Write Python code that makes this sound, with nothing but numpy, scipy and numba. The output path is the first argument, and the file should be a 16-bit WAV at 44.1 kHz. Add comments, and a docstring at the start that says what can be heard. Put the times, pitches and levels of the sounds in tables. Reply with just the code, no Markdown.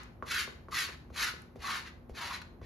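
"""A hand rubs the edge of a leather insole on a cardboard-covered bench, about two strokes a second.
Each stroke is a swell of tiny fibre slips that make the sole and the spot under the hand ring.
The hand lands with a soft tap, the skin grips and chirps, grit ticks, and the hand brushes lightly back.
A small workshop with a low hum echoes it all, heard by a close pair of microphones."""
import sys
import numpy as np
from scipy import signal
from scipy.fft import rfft, irfft
from scipy.io import wavfile
from numba import njit

SR = 44100
rng = np.random.default_rng(int(sys.argv[2]) if len(sys.argv) > 2 else 0)


def to_wav(sig):
    """Store sig (one row per channel, or 1-D mono) as 16-bit WAV at the path in sys.argv[1].

    Samples outside -1..1 are clipped; the rate is SR.
    """
    pcm = np.clip(np.atleast_2d(sig), -1, 1) * 32767
    pcm = np.round(pcm).astype(np.int16)
    wavfile.write(sys.argv[1], SR, pcm.T)  # frames by channels


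N = 116865
LEAD = 13230  # extra samples before time zero, so the room is already sounding
M = N + LEAD
T = (np.arange(M) - LEAD) / SR  # time of each sample [s]
F = np.maximum(np.arange(M // 2 + 1), 1) * SR / M  # frequencies of the spectrum [Hz]


def undb(db):
    """Turn decibels into a gain to multiply by."""
    return 10 ** (np.asarray(db) / 20)


def unit(x):
    """Scale a signal to an average (rms) level of 1."""
    return x / np.sqrt(np.mean(x ** 2))


def curve(points):
    """Join (frequency [Hz], level [dB]) points into a gain for every frequency."""
    hz, db = np.array(points).T
    return undb(np.interp(np.log(F), np.log(hz), db))


def shape(x, gain):
    """Filter a signal with a gain for every frequency."""
    return irfft(rfft(x) * gain, M)


def noise():
    """White noise: an even hiss."""
    return rng.standard_normal(M)


def wander(hz):
    """A random wobble of size about 1 that moves mostly slower than hz."""
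    return unit(shape(noise(), 1 / (1 + (F / hz) ** 4)))


def arch(start, length):
    """Half a sine wave: rises from 0 to 1 and falls back."""
    return np.maximum(np.sin(np.pi * np.clip((T - start) / length, 0, 1)), 0)


@njit
def moving_bandpass(x, hz, width_hz):
    """Let through a band of frequencies whose centre moves."""
    y, band_state, low_state = np.empty(len(x)), 0., 0.
    for i in range(len(x)):
        tuning, damping = np.tan(np.pi * hz[i] / SR), width_hz / hz[i]
        band = (band_state + tuning * (x[i] + 1e-18 - low_state)) / (1 + tuning * (tuning + damping))
        band_state = 2 * band - band_state
        low_state += 2 * tuning * band
        y[i] = damping * band
    return y


def workshop_background():
    """A low rumble, wider in stereo towards the treble, and a machine hum."""
    # tone colour of the rumble (frequency [Hz], relative level [dB])
    colour = [(20, -35.5), (32, -26), (45, 0), (70, 0.5), (110, -2.5), (200, -6.5), (330, -13),
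              (550, -17.5), (1000, -23), (2000, -37.5), (4000, -50), (8000, -55), (15000, -45)]
    # tones of the hum (frequency [Hz], level [dB])
    tones = [(61, -66.5), (77, -62), (242.4, -64.5), (355, -69)]
    mid, side = (unit(shape(noise(), curve(colour))) for _ in range(2))
    side = shape(side, F / (F + 328))
    hum = sum(undb(db) * np.sqrt(2) * np.sin(2 * np.pi * hz * T + 0.45 * wander(3.4)) for hz, db in tones)
    return undb(-54) * (mid + np.array([side, -side])) + hum


def room(x):
    """Bench echoes that shift as the hand goes to and fro, then a wash of echo whose treble dies sooner."""
    # tone colour of the wash (frequency [Hz], gain [dB])
    colour = [(150, -6), (600, -2.5), (1500, -6), (4000, -5.5), (7000, -7.5), (11000, -9.5), (16000, -11)]
    sway_s, sway_hz = 0.00015, 2.15
    age, low = np.arange(M) / SR, 1 / (1 + (F / 2760) ** 4)
    bands = ((low, 0.44), (1 - low, 0.37))  # lows and highs, each with its seconds to fade by 60 dB
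    out, bright = [], shape(x, F ** 2 / (F ** 2 + 600 ** 2))
    for _ in range(2):
        tail = sum(shape(noise(), np.sqrt(band)) * undb(-60 * age / fade_s) for band, fade_s in bands)
        response = shape(unit(tail * (age > .006)) / np.sqrt(M), curve(colour))
        delays = [0.000574 + 0.007 * distance + sway_s * np.sin(2 * np.pi * (sway_hz * T + phase))
                  for distance, phase in rng.random(size=(3, 2))]
        echoes = undb(-11) * sum(np.interp(T - delay, T, bright) for delay in delays)
        out.append(x + echoes + signal.fftconvolve(x, response[:M // 2])[:M])
    return np.array(out)


def bench_rumble():
    """The bench gives with a dull rumble when the arm leans in."""
    # leans of the arm (start [s], length [s], level [dB])
    leans = [(1.029, 0.12, -56.5), (1.58, 0.038, -47.5), (2.107, 0.033, -39.5), (2.464, .12, -54),
             (2.544, 0.24, -48.5)]
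    rumble = unit(shape(noise(), 1 / (1 + ((F - 68) / 25) ** 4)))
    return rumble * sum(undb(db) * arch(start, length) for start, length, db in leans)


def grit():
    """Bits of grit make lone, bright ticks."""
    # ticks (time [s], level [dB])
    ticks = [(.034, -38.5), (1.2, -41), (1.243, -40), (1.42, -43), (2.418, -42)]
    bright = unit(shape(noise(), 1 / (1 + ((F - 9500) / 4500) ** 2)))
    return bright * sum(undb(db) * (T > start) * np.exp(-abs(T - start) / 0.00028) for start, db in ticks)


def ring(tones, start):
    """The fading tones of a tapped object; they start a little high and drop as the hand settles."""
    extra_pitch, settle_s = 0.17, 0.0033
    age = np.maximum(T - start, 0)
    bent_time = age + extra_pitch * settle_s * (1 - np.exp(-age / settle_s))
    return sum(undb(db - 60 * np.minimum(age / fade_s, 10)) * np.sin(2 * np.pi * hz * bent_time)
               for hz, fade_s, db in tones)


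def hand_taps():
    """The hand lands: the sole knocks, the cardboard thuds and the skin scuffs briefly."""
    # landings (time [s], knock [dB], thud [dB], scuff [dB])
    landings = [(.225, -29, -37.5, -63.5), (0.476, -40, -39.5, -62), (.685, -40, -46, -67.5),
                (.888, -44, -44.5, -68), (1.102, -51.5, -46, -68), (1.336, -56, -46, -75),
                (1.557, -71, -40.5, -63), (2.094, -62, -41, -62.5), (2.615, -49.5, -44.5, -69)]
    # tones of the sole (frequency [Hz], time to fade by 60 dB [s], relative level [dB])
    sole = [(1047, 0.017, 2.5), (1230, 0.017, -8.5)]
    # tones of the cardboard (frequency [Hz], time to fade by 60 dB [s], relative level [dB])
    cardboard = [(372.5, 0.032, 0), (463, 0.061, -5), (562, .04, -11.5), (222, 0.038, -4.5),
                 (151, 0.056, -6)]
    body, scuff = 0, 0
    for start, knock_db, thud_db, scuff_db in landings:
        body += undb(knock_db) * ring(sole, start) + undb(thud_db) * ring(cardboard, start + .0026)
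        scuff += undb(scuff_db) * (T > start) * np.exp(-abs(T - start) / 0.022)
    body = signal.sosfilt(signal.butter(2, [165, 2400], "bandpass", fs=SR, output="sos"), body)
    return body + scuff * unit(shape(noise(), 1 / (1 + (F / 5500) ** 2)))


def skin_chirps():
    """The skin grips, and for a moment the slips lock into a rough, wavering chirp."""
    # chirps (start [s], length [s], pitch [Hz], level [dB])
    chirps = [(0.308, 0.018, 1277, -39), (0.361, 0.03, 1445, -38.5), (0.718, 0.03, 1150, -39.5),
              (0.745, 0.06, 2080, -39.5), (1.257, 0.043, 1480, -44), (1.643, 0.0123, 1068, -38.5),
              (1.674, 0.046, 1150, -38.5), (2.3, 0.029, 1030, -41)]
    wobble_hz = 201.4
    waver, rasp = 1 + .075 * wander(wobble_hz), undb(3 * wander(wobble_hz))
    out = 0
    for start, length, hz, db in chirps:
        tone = unit(rasp * np.sin(2 * np.pi * np.cumsum(hz * waver) / SR))
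        out += undb(db) * np.sqrt(arch(start, length)) * tone
    return out


def cupped_hand(x, progress):
    """Short echoes under the hand colour the sound; they lengthen as the stroke goes on."""
    stretch = 1 + 0.303 * progress + 0.145 * rng.uniform(-1.02, 1)
    treble = signal.sosfilt(signal.butter(1, 1500, "highpass", fs=SR, output="sos"), x)
    return x + sum(undb(db) * np.interp(T - delay_s * stretch, T, treble)
                   for delay_s, db in ((.0011, -8), (.0024, -7.5)))


def fibre_slips():
    """Leather fibres catch and let go in tiny clicks over a fine hiss; the pressure shakes and drifts."""
    slips_per_s, spread_db, hiss_db = 8000, 2.5, -3.5
    clicks = (rng.random(M) < slips_per_s / SR) * np.sign(noise())
    clicks *= undb(spread_db * np.minimum(rng.exponential(size=M), 6))
    friction = unit(unit(clicks) + undb(hiss_db) * noise())
    pressure_db = 1.02 * wander(110) + 1.86 * wander(24.4)
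    return friction * undb(pressure_db)


def rubbing():
    """Slips ring the sole and the contact spot; a faster hand is louder and raises the spot's pitch."""
    # pushes of the hand (start [s], length [s], level [dB], peakiness [small = flat swell],
    # contact pitch at top speed [Hz], treble tilt [dB per octave])
    pushes = [(-.21, 0.2, -34.5, 1.3, 1400, -1.6), (0.239, 0.25, -31.5, 2.44, 1610, 0.8),
              (0.706, 0.18, -32.5, 1.32, 1500, 1.5), (1.121, 0.22, -34, 1.66, 1400, 0.65),
              (1.584, 0.26, -37.5, 1.23, 1320, -0.5), (2.129, 0.17, -39, 1.7, 1090, -0.8),
              (2.245, 0.15, -40, 1.16, 1166, -1.0)]
    # light brushes as the hand lifts or returns (start [s], length [s], level [dB])
    brushes = [(0.867, .045, -45.5), (0.914, 0.0396, -49.5), (1.31, 0.043, -61), (1.826, 0.084, -50),
               (2.413, 0.014, -47), (2.614, 0.066, -59)]
    # tone colour of the rubbing (frequency [Hz], relative level [dB])
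    colour = [(150, -16.5), (400, -15), (750, -24.5), (1100, -6.5), (1600, -2), (3200, -5), (4400, -4),
              (5700, -10), (7000, -10), (9000, -14.5), (11500, -16.5), (13300, -23.5), (16000, -18)]
    # where the sole rings (frequency [Hz], width [Hz], strength [dB])
    resonances = [(2030, 370, -8.5), (2730, 350, -19), (4026, 130, -11)]
    contact_db, width_hz, pitch_swing = 3, 775, 0.35
    ringing = 1 + sum(2 * undb(db) / (1 + 2j * (F - hz) / width) for hz, width, db in resonances)
    sole = shape(fibre_slips(), curve(colour) * ringing)
    grip, out = fibre_slips(), 0
    strokes = pushes + [(start, length, db, 1, 1530, -2) for start, length, db in brushes]
    for start, length, db, peakiness, hz, tilt_db in strokes:
        speed, progress = arch(start, length), np.clip((T - start) / length, 0, 1)
        pitch = hz * (1 + pitch_swing * (speed - 1))
        contact = moving_bandpass(grip, pitch, width_hz)
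        contact = undb(contact_db) * moving_bandpass(contact, pitch, width_hz)
        tilt = undb(tilt_db * np.log2(np.maximum(F / 1000, 1)))
        leather = cupped_hand(shape(sole, tilt), progress)
        stroke = (leather + contact * speed ** 0.69) / np.std(leather + contact)
        out += undb(db) * speed ** peakiness * stroke
    return out


def scene():
    """Rubbing, chirps, taps and grit echo in the room, over the bench rumble and the background."""
    hand = rubbing() + skin_chirps() + hand_taps() + grit()
    return (room(hand) + bench_rumble() + workshop_background())[:, LEAD:]


def record(dry):
    """Stereo processing makes the treble mono, then shifts level and phase between left and right;
    the very top is cut."""
    # how much louder the left is than the right (frequency [Hz], level [dB])
    balance = [(100, 1), (700, 0), (1400, -1), (2500, 2.4), (5000, 2.8), (5900, 0)]
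    # how far the left wave runs ahead of the right (frequency [Hz], phase [cycles])
    left_lead = [(5000, 0), (5150, .15), (5700, 0), (6600, -.13), (7200, -.31), (7750, -.5), (8800, -.5),
                 (9600, -.69), (10600, -1), (12950, -1), (13600, -1.5)]
    mono_above_hz, top_hz = 7000, 15300
    hz, cycles = np.array(left_lead).T
    lean = np.sqrt(curve(balance)) * np.exp(1j * np.pi * np.interp(F, hz, cycles))
    left, right = rfft(dry, M)
    mid = (left + right) / 2
    side = (left - right) / 2 / (1 + (F / mono_above_hz) ** 8)
    pair = irfft(np.array([(mid + side) * lean, (mid - side) / lean]), M)[:, :N]
    return signal.sosfilt(signal.ellip(8, .2, 70, top_hz, fs=SR, output="sos"), pair)


dry = scene()
out = record(dry)
to_wav(out)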